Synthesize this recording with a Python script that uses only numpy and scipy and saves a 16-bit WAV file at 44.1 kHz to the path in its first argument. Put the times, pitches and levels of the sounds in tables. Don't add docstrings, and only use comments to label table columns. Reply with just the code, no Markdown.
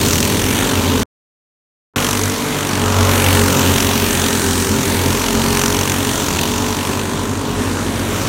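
import sys
import numpy as np
from scipy import signal
from scipy.io import wavfile
from scipy.ndimage import uniform_filter1d

SR = 44100
rng = np.random.default_rng(int(sys.argv[2]) if len(sys.argv) > 2 else 0)


def digitize_waveform(pressure):
    field = np.atleast_2d(pressure).T
    bounded = np.clip(field, -1, 1)
    quanta = np.round(bounded * 32767).astype(np.int16)
    wavfile.write(sys.argv[1], SR, quanta)


def to_linear_factor(level_db):
    exponent = np.asarray(level_db, float) / 20
    return 10 ** exponent


N = 365148
TIME = np.arange(N) / SR


def unit(x):
    return x / np.sqrt(np.mean(x ** 2) + 1e-20)


def drift(rate_hz, count=1, size=N):
    hop = 64
    r = np.exp(-2 * np.pi * rate_hz * hop / SR)
    noise = rng.standard_normal((count, N // hop + 1002))
    slow = signal.lfilter([1], [1, -2 * r, r * r], noise)[:, 1000:]
    return np.array([np.interp(np.arange(size) / hop, np.arange(len(s)), unit(s)) for s in slow])


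def outdoors(x):
    dull = signal.lfilter([.1], [1, -.9], x)
    echoes = [(.041, -36), (.113, -32), (.237, -30.5)]   # lag/s, level/dB
    return x + sum(to_linear_factor(db) * np.interp(TIME - lag_s, TIME, dull) for lag_s, db in echoes)


def roar(jet, crack_db=8.0, low_share=0.32, patchy_db=2.0):
    # t/s, loudness/dB, closeness/dB
    pack = [(0, -24.5, 0), (.15, -29, 1.5), (.65, -22.5, -3.5), (1.02, -27, -2.5), (1.97, -20.5, -4),
            (2.2, -25.5, -1.5), (2.5, -26, -4), (2.85, -22, -5), (3.35, -18.5, -2), (3.55, -22, -1.5),
            (4.2, -22, -1.5), (4.5, -26.5, -0.5), (5.1, -25.5, -2), (5.66, -24.5, -2), (6.5, -27, -1.5),
            (7.3, -28.5, -5.5), (7.9, -28, -5.5), (8.28, -25.5, -4)]
    # level over loudness/dB, share of its swing/1, share of closeness/1
    band_rules = [(-1.5, 0.34, 0), (-0.5, 1, 0), (0.5, 0.51, 1.47), (-2.5, 0.88, 1.05), (-5, 1.05, 2.8)]
    roar_hz = [250, 1100, 5000, 9500, 15000]
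    # f/Hz, level within its band/dB
    roar_shape = [(30, -21), (100, 2), (250, 7.5), (500, -4), (1300, -6), (2500, -8.5), (6400, -5.5),
                  (16000, -1)]
    # f/Hz, width/Hz, level/dB
    pipe_rings = [(2900, 1100, 2), (6100, 1200, 3), (1400, 500, -8)]
    air_share = .35
    plain_db = -5
    jet_evened = 0.3

    s, loud_db, close_db = np.transpose(pack)
    mean_db = loud_db.mean()
    levels_db = []
    for db, swing, share in band_rules:
        band_db = db + mean_db + swing * (loud_db - mean_db) + share * close_db
        levels_db.append(np.interp(TIME, s, band_db))

    shape_hz, shape_db = np.transpose(roar_shape)
    edges = 15 * 2 ** np.arange(0, 10.4, 1 / 3)
    white = rng.standard_normal((2, N))
    patches = drift(2.58, count=7)
    groups = np.zeros((5, N))
    for k, (low, high) in enumerate(zip(edges, edges[1:])):
        third = signal.butter(2, [low, high], "band", fs=SR, output="sos")
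        band = signal.sosfilt(third, white[k % 2])
        place = np.log(low * high) / 2
        band = band * to_linear_factor(np.interp(place, np.log(shape_hz), shape_db) + patchy_db * patches[k % 7])
        for g in range(5):
            groups[g] += np.interp(place, np.log(roar_hz), np.arange(5) == g) * band

    out = 0
    for g, share in enumerate([0, low_share, 1, air_share, air_share]):
        steady = unit(groups[g])
        other = np.roll(steady, N // 3)
        rings = 0
        for hz, width_hz, db in pipe_rings:
            b, a = signal.iirpeak(hz, hz / width_hz, fs=SR)
            rings = rings + to_linear_factor(db) * signal.lfilter(b, a, other)
        burst = share * to_linear_factor(crack_db) ** 2 * jet
        mix = steady + np.sqrt(burst) * unit((g < 3) * rings + to_linear_factor(plain_db) * other)
        evened = np.sqrt(1 + jet_evened * uniform_filter1d(burst, size=6000))
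        out = out + mix / evened * to_linear_factor(levels_db[g])
    return out


def puff(clicks, decay_s=0.00093, bounce_s=.0032, bounce=0.42):
    r = np.exp(-1 / (decay_s * SR))
    jet = signal.lfilter([1 - r], [1, -r], clicks + 1e-18)
    return jet + bounce * np.interp(TIME - bounce_s, TIME, jet)


def engine(speed, rows, fires_s):
    # multiple of the firing rate/1, level/dB
    low_orders = [(1, -4), (2, 6), (3, -2), (4, -4.5), (5, 3.5), (6, 2), (7, -17), (8, -8), (9, 1.5),
                  (10, -4.5), (11, -5), (12, -5.5)]
    # multiple of the firing rate/1, level/dB
    upper_orders = [(13, -17), (14, -13), (15, -16), (16, -18), (17, -16), (18, -8), (19, -12), (20, -8),
                    (21, -10), (22, -12), (23, -14), (24, -17)]
    # f/Hz, level/dB
    silencer = [(430, 2.5), (480, -2.5), (550, 1), (700, -2), (790, -11), (830, 0), (1000, 2), (1100, 1.5)]
    uneven_db, shimmer_db = 1.0, 1.8
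    wander_db = .8
    straight_db_per_s, straight_db = 4.5, 9.0

    when, hz = np.transpose(speed)
    s, tone_db, crack_db = np.transpose(rows)
    near = (TIME > when[0] - .2) & (TIME < when[-1] + .2)
    t = TIME[near]
    fade = np.clip(np.minimum(t - when[0], when[-1] - t) / .2 + 1, 0, 1)

    rate = np.interp(t, when, hz)
    cycles = np.cumsum(rate) / SR
    cycles = cycles + .004 * drift(10, size=len(t))[0]
    cycles = cycles + 2 - np.interp(fires_s, t, cycles) % 1
    firing = cycles.astype(int)
    strength = to_linear_factor(uneven_db * rng.standard_normal(500))[firing]

    shimmer = drift(2, count=4, size=len(t)) + 1.1 * drift(16, count=4, size=len(t))
    slowest = np.argmin(hz)
    lift_db = (slowest > 1) * np.clip(straight_db_per_s * (t - when[slowest]), 0, straight_db)
    wave = 0
    for k, level_db in [*low_orders, *upper_orders]:
        order = round(k)
        upper = order > 12
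        lag = .5 * rng.random()
        chamber_db = np.interp(order * rate, *np.transpose(silencer)) + upper * lift_db
        waver_db = shimmer_db * shimmer[order % 4] / (1 + upper)
        loudness = to_linear_factor(level_db + chamber_db + waver_db)
        wave = wave - loudness * np.cos(2 * np.pi * (order * cycles - lag))

    tone, clicks = np.zeros(N), np.zeros(N)
    wander = wander_db * drift(1.85, size=len(t))[0]
    tone[near] = unit(wave) * fade * to_linear_factor(np.interp(t, s, tone_db) + wander)
    fires = np.diff(firing, prepend=int(cycles[0])) > 0
    crack = strength * fade * to_linear_factor(np.interp(t, s, crack_db))
    clicks[near] = fires * crack ** 2 * SR / 46
    return tone, clicks


def scene():
    # t/s, firing rate f/Hz
    speeds = [
        [(0, 41.5), (1.02, 44.2)],
        [(0, 42.6), (2.0, 49.0), (2.4, 49.5), (2.6, 48.4)],
        [(0, 45.4), (1.0, 49.7)],
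        [(0, 52.0), (.4, 52.1), (.8, 54.4), (1.0, 54.2)],
        [(1.96, 46.7), (2.45, 48.5), (2.65, 48.3)],
        [(2.6, 48.3), (2.8, 47.3), (3.22, 46.8), (3.83, 42.9), (4.24, 42.8), (5.06, 45.3), (5.6, 45.9),
         (6.7, 49.7)],
        [(3.0, 47.1), (3.4, 46.2), (4.01, 46.1), (4.7, 43.1), (5.63, 45.9), (6.03, 46.3), (6.84, 48.4),
         (7.1, 50.0), (7.65, 50.6)],
        [(4.4, 48.8), (4.61, 47.9), (5.87, 51.4), (6.5, 52.3)],
        [(5.5, 37.7), (6.36, 39.3), (6.6, 41.4), (7.64, 46.2), (8.28, 46.4)],
        [(7.0, 48.5), (7.64, 46.6), (8.28, 45.6)],
        [(7.1, 52.3), (7.6, 52.4), (8.28, 54.9)],
    ]
    fires_at = [.156, .6, .4, .3, 2.088, 3.438, 5.615, 5.0, 6.412, 8.0, 7.6]
    # t/s,
    # exhaust tone/dB, crack over the roar/dB
    near_early = [
        [(0, -25.5, -15.5), (.2, -19, -6), (.6, -24.5, -11), (1.02, -16.5, -20)],
        [(0, -25.5, -22.5), (.6, -24, -12.5), (2.0, -18.5, -17), (2.6, -23.5, -40)],
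        [(0, -22, -21.5), (.5, -24, -10.5), (1.0, -22, -10.5)],
        [(0, -19.5, -14), (1.0, -29, -12.5)],
        [(1.96, -38, -6.5), (2.24, -22.5, -10), (2.65, -29, -19)],
    ]
    # t/s, exhaust tone/dB, crack over the roar/dB
    near_passing = [
        [(2.6, -24.5, -10.5), (2.8, -14, -9.5), (3.15, -23.5, -8.5), (3.55, -17.5, -8.5), (3.95, -26, -25),
         (4.6, -21.5, -20), (5.1, -18.5, -18), (5.6, -30.5, -22), (6.7, -38, -26)],
        [(3.0, -15.5, -15), (3.3, -13.5, -14), (3.79, -16.5, -10), (4.3, -17.5, -9), (5.0, -23, -9),
         (5.4, -18, -8), (5.8, -19.5, -6.5), (6.9, -23, -11.5), (7.65, -31, -16)],
    ]
    # t/s, exhaust tone/dB, crack over the roar/dB
    near_far = [
        [(4.4, -35, -34), (4.7, -25.5, -16), (5.4, -29, -17), (6.5, -29, -33)],
        [(5.5, -43.5, -29), (6.4, -27, -9), (7.1, -21, -46), (7.6, -27.5, -23), (8.28, -27, -27)],
        [(7.0, -27.5, -25), (7.64, -23.5, -31), (8.28, -23.5, -32)],
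        [(7.1, -39, -33), (7.7, -25.5, -14.5), (8.28, -21, -17)],
    ]
    # t/s, half length/s, crack lift/dB
    barks = [
        (.15, .16, 4),
        (3.79, .04, 5),
        (5.6, .1, 9),
        (6.41, .04, 2),
        (6.9, .12, 3),
    ]

    karts = zip(speeds, [*near_early, *near_passing, *near_far], fires_at)
    tones, clicks = np.sum([engine(*kart) for kart in karts], axis=0)
    bark_db = sum(db * np.exp(-((TIME - s) / half_s) ** 2) for s, half_s, db in barks)
    jets = puff(clicks * to_linear_factor(2 * bark_db))
    return (outdoors(tones) + roar(jets))[None]


def band_limit(x):
    return signal.sosfilt(signal.butter(12, 16110, fs=SR, output="sos"), x)


def record(dry):
    # f/Hz, width/Hz, level/dB
    mic_dips = [(4980, 700, -3), (7670, 200, -2.5), (10700, 1300, -4.5)]
    # start t/s, end t/s
    dropout_s = (1.0327, 1.9597)
    limit, cutoff_hz = .85, 15830
    smear_s, smear_db = .023, -36

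    x = signal.sosfilt(signal.butter(1, 24, "high", fs=SR, output="sos"), dry)
    for hz, width_hz, db in mic_dips:
        b, a = signal.iirpeak(hz, hz / width_hz, fs=SR)
        x = x + (to_linear_factor(db) - 1) * signal.lfilter(b, a, x)
    x = limit * x / (limit ** 4 + x ** 4) ** .25
    x = signal.sosfilt(signal.ellip(14, .3, 90, cutoff_hz, fs=SR, output="sos"), x)

    start, end = dropout_s
    edge = (TIME < start + smear_s) | (TIME > end - smear_s)
    dull = signal.sosfilt(signal.butter(4, 1400, fs=SR, output="sos"), x)
    heard = (TIME < start) | (TIME > end)
    x = x * heard + to_linear_factor(smear_db) * edge * dull
    return band_limit(x)


dry = scene()
out = record(dry)
digitize_waveform(out)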